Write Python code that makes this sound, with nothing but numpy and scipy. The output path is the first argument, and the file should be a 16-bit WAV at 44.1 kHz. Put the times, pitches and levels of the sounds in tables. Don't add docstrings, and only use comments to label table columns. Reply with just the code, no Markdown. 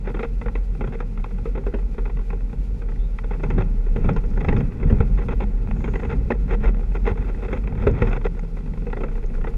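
import sys
import numpy as np
from scipy import signal
from scipy.fft import rfft, irfft, next_fast_len
from scipy.io import wavfile

SR = 44100
rng = np.random.default_rng(int(sys.argv[2]) if len(sys.argv) > 2 else 0)


def master(y):
    cut = np.clip(np.atleast_2d(y).T, -1, 1)
    pcm = np.round(cut * 32767)
    wavfile.write(sys.argv[1], SR, pcm.astype(np.int16))


N = 422037


def gain_of(db):
    return 10 ** (np.asarray(db) / 20)


def unit_rms(x):
    return x / np.sqrt(np.mean(x ** 2) + 1e-20)


def unit_peak(x):
    return x / abs(x).max()


def add(mix, start, sound):
    part = mix[round(start * SR):][:len(sound)]
    part += sound[:len(part)]


def automation(table, column):
    columns = np.transpose(table)
    return np.interp(np.arange(N) / SR, columns[0], columns[column])


def lowpass(x, hz):
    return signal.sosfilt(signal.butter(2, hz, fs=SR, output="sos"), x)


def resonate(x, hz, width):
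    return signal.lfilter(*signal.iirpeak(hz, hz / max(width, 10), SR), x)


def wander(hz):
    return unit_rms(lowpass(rng.standard_normal(N), hz))


def shaped_noise(spectrum):
    points_hz, db = np.transpose(spectrum)
    size = next_fast_len(N)
    hz = np.fft.rfftfreq(size, 1 / SR)
    shape = gain_of(np.interp(np.log(hz + 1), np.log(points_hz + 1), db, -120, -120))
    return unit_rms(irfft(rfft(rng.standard_normal(size)) * shape, size)[:N])


# t/s, f/Hz, level/dB
FIRING = [(0.0, 39.76, -26.5), (0.67, 43.4, -22.5), (0.98, 34.34, -26.5), (1.62, 42.87, -24.5),
          (2.05, 38.48, -22.5), (2.53, 43.05, -25), (4.05, 34.27, -18.5), (4.32, 39.5, -23),
          (4.58, 29.67, -25), (5.06, 41.63, -19), (5.73, 41.33, -24), (6.32, 51.26, -24),
          (6.61, 38.27, -18), (7.81, 46.38, -28.5), (8.15, 35.07, -22), (8.53, 37.58, -27.5),
          (9.57, 28.83, -21)]
# t/s, level/dB
ROUGHNESS = [(0.0, -34), (1.5, -34), (3.2, -34), (5.1, -28.5), (6.9, -30), (8.5, -34), (9.57, -30)]
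CALM_DB = -32


def engine():
    firing_hz = automation(FIRING, column=1) * (1 + 0.03753 * wander(hz=4.3))
    phase = 2 * np.pi * np.cumsum(firing_hz) / SR
    depth = .46 * gain_of(.5 * (automation(ROUGHNESS, column=1) - CALM_DB))
    throb = 1 + depth * unit_rms(resonate(wander(hz=20), hz=6, width=9))
    return np.sqrt(2) * gain_of(automation(FIRING, column=2)) * throb * np.sin(phase)


# t/s, hold/s, level/dB
BUMPS = [(0.845, 0.054, -32), (3.543, 0.045, -22.5), (4.087, 0.013, -21), (4.49, 0.096, -19),
         (4.916, 0.0083, -17.5), (6.113, 0.048, -26), (7.709, 0.015, -27), (7.883, 0.033, -21),
         (8.045, 0.031, -22)]
CLIMB_DB_PER_S, SETTLE_DB_PER_S = 101.5, 91.5


def shaking():
    t = np.arange(N) / SR
    power = gain_of(2 * automation(ROUGHNESS, column=1))
    for start, hold, db in BUMPS:
        climb_db = CLIMB_DB_PER_S * np.maximum(start - t, 0)
        settle_db = SETTLE_DB_PER_S * np.maximum(t - start - hold, 0)
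        power += gain_of(2 * (db - climb_db - settle_db))
    return 10 * np.log10(power)


# f/Hz, relative level/dB
RUMBLE_EQ = [(15, -21.5), (30, -0.5), (60, -12), (90, -15), (130, -11.5), (220, -14.5), (290, -25.5),
             (400, -66.5)]


def body_rumble():
    shake_db = shaking()
    boom = unit_rms(resonate(wander(hz=205), hz=87.3, width=55))
    boom *= gain_of(.5 * (shake_db - CALM_DB) - 8)
    sway = resonate(wander(hz=78), hz=28, width=18)
    heave = gain_of(-6) * unit_rms(resonate(sway, hz=28, width=18))
    lumps = gain_of(2 * wander(hz=6.2))
    return gain_of(shake_db) * lumps * (shaped_noise(RUMBLE_EQ) + boom + heave)


# f/Hz, relative level/dB
HISS_EQ = [(1500, -23), (2400, 4.5), (3000, -4.5), (4500, -5.5), (7000, -10), (8300, -13.5), (11500, -15.5),
           (13000, -22), (15500, -32.5)]


def hiss():
    return gain_of(-64.5 + 1.4 * wander(hz=13)) * shaped_noise(HISS_EQ)


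# f/Hz, width/Hz, level/dB
HOUSING_MODES = [(225.6, 39, 2.5), (394.7, 57, 2), (466, 29.7, 6), (537.4, 78, -5.5), (834, 111, -6),
                 (1055, 156, -14), (1385, 198, -11.5), (1958, 180, -13), (2134, 337, -16.5),
                 (2596, 182, -19.5), (3154, 100, -29.5), (3523, 370, -33.5), (5220, 210, -45),
                 (6460, 560, -48)]
HOLLOW = np.array([hz < 600 for hz, _, _ in HOUSING_MODES])[:, None]


def ring_housing(force):
    return np.array([(-1) ** k * gain_of(db) * resonate(lowpass(force[k], 1.114 * hz), hz, width)
                     for k, (hz, width, db) in enumerate(HOUSING_MODES)])


def housing_noise():
    shake_db = shaking() - CALM_DB
    struck = rng.random(N) < 15 / SR
    accent_db = 3 * np.minimum(rng.exponential(1, N), 1.5)
    hits = struck * gain_of(accent_db + 0.36 * shake_db - 20.5)
    rattle = signal.oaconvolve(hits, np.exp(-np.arange(2048) / SR / .0035))[:N]
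    buzz = gain_of(-29 + 0.73 * shake_db) * gain_of(3.15 * HOLLOW)
    force = (rattle + buzz + scrape_force()) * rng.standard_normal(N)
    return ring_housing(force).sum(0)


# t/s, length/s, force/dB
SCRAPES = [(0.03, 0.1, -19), (0.193, 0.027, -9), (0.225, 0.034, -8), (0.913, 0.054, -18),
           (3.291, 0.085, -19), (3.587, 0.054, -12), (3.986, 0.16, -23), (4.399, .024, -10),
           (4.601, 0.018, -10), (5.165, 0.078, -14.5), (5.291, 0.052, -11), (5.406, 0.044, -12),
           (6.084, 0.073, -8), (6.308, 0.022, -3), (6.478, 0.09, -11), (6.597, 0.12, -9.5),
           (6.941, 0.038, -11), (7.031, 0.1, -11), (7.171, 0.18, -23), (7.408, 0.071, -12.5),
           (7.486, 0.12, -15.5), (7.774, 0.097, -16.5), (7.919, 0.12, -17), (8.025, 0.15, -17),
           (8.136, 0.047, -9), (8.238, 0.04, -5)]


def scrape_force():
    drag = np.zeros(N)
    for start, length, db in SCRAPES:
        add(drag, start, gain_of(db) * signal.windows.tukey(round(length * SR), .75))
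    tilt = gain_of(1.7 * np.log2([[hz / 2000] for hz, _, _ in HOUSING_MODES]))
    slip_hz = 90 * gain_of(3 * wander(hz=40))
    slips = np.diff(np.floor(np.cumsum(slip_hz) / SR), prepend=0)
    slips *= gain_of(3 * rng.standard_normal(N))
    slips = signal.lfilter([1], [1, -np.exp(-1 / SR / .004)], slips)
    return tilt * drag * (.6 + slips) * gain_of(3 * wander(hz=35))


def blow(decay_s, contact=3.0):
    t = np.arange(2048) / SR
    attack = 1 - np.exp(-t / (0.4 * decay_s))
    decay = np.exp(-(t / decay_s) ** 1.4) + 0.19 * np.exp(-t / (4 * decay_s))
    force = rng.standard_normal(2048) * decay * attack
    force[20] += contact
    return force * np.sqrt(SR * decay_s / 2) / np.linalg.norm(force)


# t/s, clack peak/dB, hollow rms against that peak/dB
KNOCKS = [(0.071, -28, -2.5), (0.143, -29, -2), (0.167, -30, -7), (0.191, -23, -11), (0.228, -23, -6),
          (0.412, -27.5, -10), (0.458, -27, -4), (0.482, -26, -21), (0.552, -24.5, -7.5),
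          (0.808, -24, -6.5), (0.839, -29.5, -4), (0.873, -31.5, -10), (1.002, -23, -10.5),
          (1.173, -32, -9), (1.241, -22.5, -22), (1.454, -30, 0.5), (1.551, -32, -2), (1.574, -32, 1),
          (1.664, -27, -0.5), (1.738, -28, 2.5), (1.98, -31, -1), (2.053, -32, -7), (2.17, -32, -18),
          (2.302, -28, -15), (2.328, -29, -7.5), (3.186, -24.5, -32), (3.24, -33, -6), (3.307, -27, -7.5),
          (3.434, -24, -5.5), (3.502, -24, -8), (3.579, -23, -1.5), (3.959, -27, -0.5), (4.043, -30.5, 2),
          (4.089, -16, -9.5), (4.161, -25.5, -4), (4.373, -26, -6), (4.445, -22, -11), (4.484, -17.5, -7),
          (4.524, -20, -7), (4.564, -25, -5.5), (4.827, -28.5, -0.5), (4.898, -30, 4), (5.003, -19.5, -5.5),
          (5.284, -24.5, -6), (5.403, -23.5, -6), (5.672, -30, -22), (5.709, -24, -21), (5.841, -23.5, -7),
          (5.877, -29.5, 1), (5.936, -27, -9), (5.954, -22.5, -7), (5.996, -28.5, -10), (6.029, -28, -4),
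          (6.048, -26.5, -7), (6.303, -15.5, -4.5), (6.507, -25, -7), (7.173, -30.5, -5),
          (7.481, -31.5, -1), (7.527, -23, -3), (7.672, -29, -11), (7.867, -17, 2.5), (8.018, -16.5, -4),
          (8.07, -24.5, -8.5), (8.128, -21.5, -15), (8.392, -30, -36), (8.865, -32.5, 1),
          (8.928, -21, -12.5), (8.967, -28.5, -3), (9.005, -29.5, -1), (9.034, -23.5, -5), (9.152, -38, -2),
          (9.441, -25.5, -10.5), (9.469, -27.5, -4.5)]
LIGHT_KNOCKS = [1.382, 1.785, 2.096, 2.189, 2.817, 2.885, 5.764, 5.803, 6.743, 7.345, 7.638, 7.75, 7.775,
                8.211, 8.568, 8.734, 8.772, 8.9, 9.082, 9.176, 9.349, 9.411]
LIGHT_KNOCK_DB, LIGHT_KNOCK_HOLLOW_DB = -35.5, -8


def knocks():
    out = np.zeros(N)
    modes = ring_housing(np.tile(signal.unit_impulse(3000), (len(HOUSING_MODES), 1)))
    light_knocks = [(start, LIGHT_KNOCK_DB, LIGHT_KNOCK_HOLLOW_DB) for start in LIGHT_KNOCKS]
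    for start, db, hollow_db in KNOCKS + light_knocks:
        spot_db = 2.5 * np.clip(rng.standard_normal((len(modes), 1)), -1.5, 1)
        rings = modes * gain_of(spot_db)
        decay_s = 0.0073 * gain_of(0.4 * hollow_db)
        hollow = signal.fftconvolve((rings * HOLLOW).sum(0), blow(1.95 * decay_s, contact=16.4))
        clack = signal.fftconvolve((rings * ~HOLLOW).sum(0), blow(decay_s))
        hollow *= gain_of(hollow_db) / np.std(hollow[:1024])
        add(out, start, gain_of(db) * (unit_peak(clack) + hollow))
    return out


def fuzzy_glides(rows):
    out = np.zeros(N)
    for start, end, first_hz, last_hz, width, db in rows:
        part = out[round(start * SR):round(end * SR)]
        tone = np.sin(2 * np.pi * np.cumsum(np.linspace(first_hz, last_hz, len(part))) / SR)
        blur = unit_rms(lowpass(rng.standard_normal(len(part)), width / 2))
        fuzzy = tone * (min(100 / width, 1) + blur)
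        part += gain_of(db) * unit_rms(fuzzy) * signal.windows.tukey(len(part), .4)
    return out


# start/s, end/s, first f/Hz, last f/Hz, width/Hz, level/dB
CALLS = [(2.975, 3.09, 3400, 3850, 280, -65), (5.711, 6.123, 6650, 6594, 896, -69.5)]


def forest_calls():
    return fuzzy_glides(CALLS)


TICK_TIMES = [3.4339, 3.501, 7.9129, 8.0965, 8.3933, 9.2609]
# f/Hz, width/Hz
METAL_MODES = [(6360, 510), (5300, 770)]
# start/s, end/s, count, mean peak/dB
TICK_FLURRY = (4.095, 4.6, 16, -53)
TICK_DB = -48


def metal_ticks():
    out = np.zeros(N)
    start, end, count, flurry_db = TICK_FLURRY
    singles = [(at, TICK_DB) for at in TICK_TIMES]
    flurry = [(start + (end - start) * place, flurry_db + 6 * (strength - .5))
              for place, strength in rng.random((count, 2))]
    for at, db in singles + flurry:
        force = blow(decay_s=0.00091)
        ring = sum(resonate(resonate(force, hz, width), hz, width) for hz, width in METAL_MODES)
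        add(out, at, gain_of(db) * unit_peak(ring))
    return out


# t/s, peak/dB
THUDS = [(4.927, -2), (5.004, -4.5), (7.116, -12), (7.869, -12), (8.018, -13)]


def suspension_thuds():
    out, t = np.zeros(N), np.arange(2048) / SR
    pitch_hz = 50 + 70 * np.exp(-t / 0.006)
    push = -np.sin(2 * np.pi * np.cumsum(pitch_hz) / SR) * np.exp(-t / 0.01)
    for start, db in THUDS:
        add(out, start, gain_of(db) * unit_peak(push))
    return out


# start/s, end/s, first f/Hz, last f/Hz, width/Hz, level/dB
HUMS = [(5.35, 5.95, 195, 228.7, 15, -37), (6.4, 6.8, 184, 232.5, 11, -35.5),
        (8.2, 8.9, 172, 154.5, 14.9, -38)]


def hums():
    return fuzzy_glides(HUMS)


# start/s, end/s, f/Hz, level/dB
SQUEAKS = [(6.307, 6.326, 1836, -28.5)]


def squeaks():
    return fuzzy_glides([(start, end, hz, hz, 90, db) for start, end, hz, db in SQUEAKS])


def scene():
    bed = hiss() + engine() + hums() + body_rumble()
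    contacts = suspension_thuds() + squeaks() + knocks() + housing_noise() + metal_ticks()
    return (bed + contacts + forest_calls())[None]


def record(dry):
    high_cut = signal.firwin(511, 15700, window=("kaiser", 9), fs=SR)
    return signal.oaconvolve(dry, high_cut[None], "same")


dry = scene()
out = record(dry)
master(out)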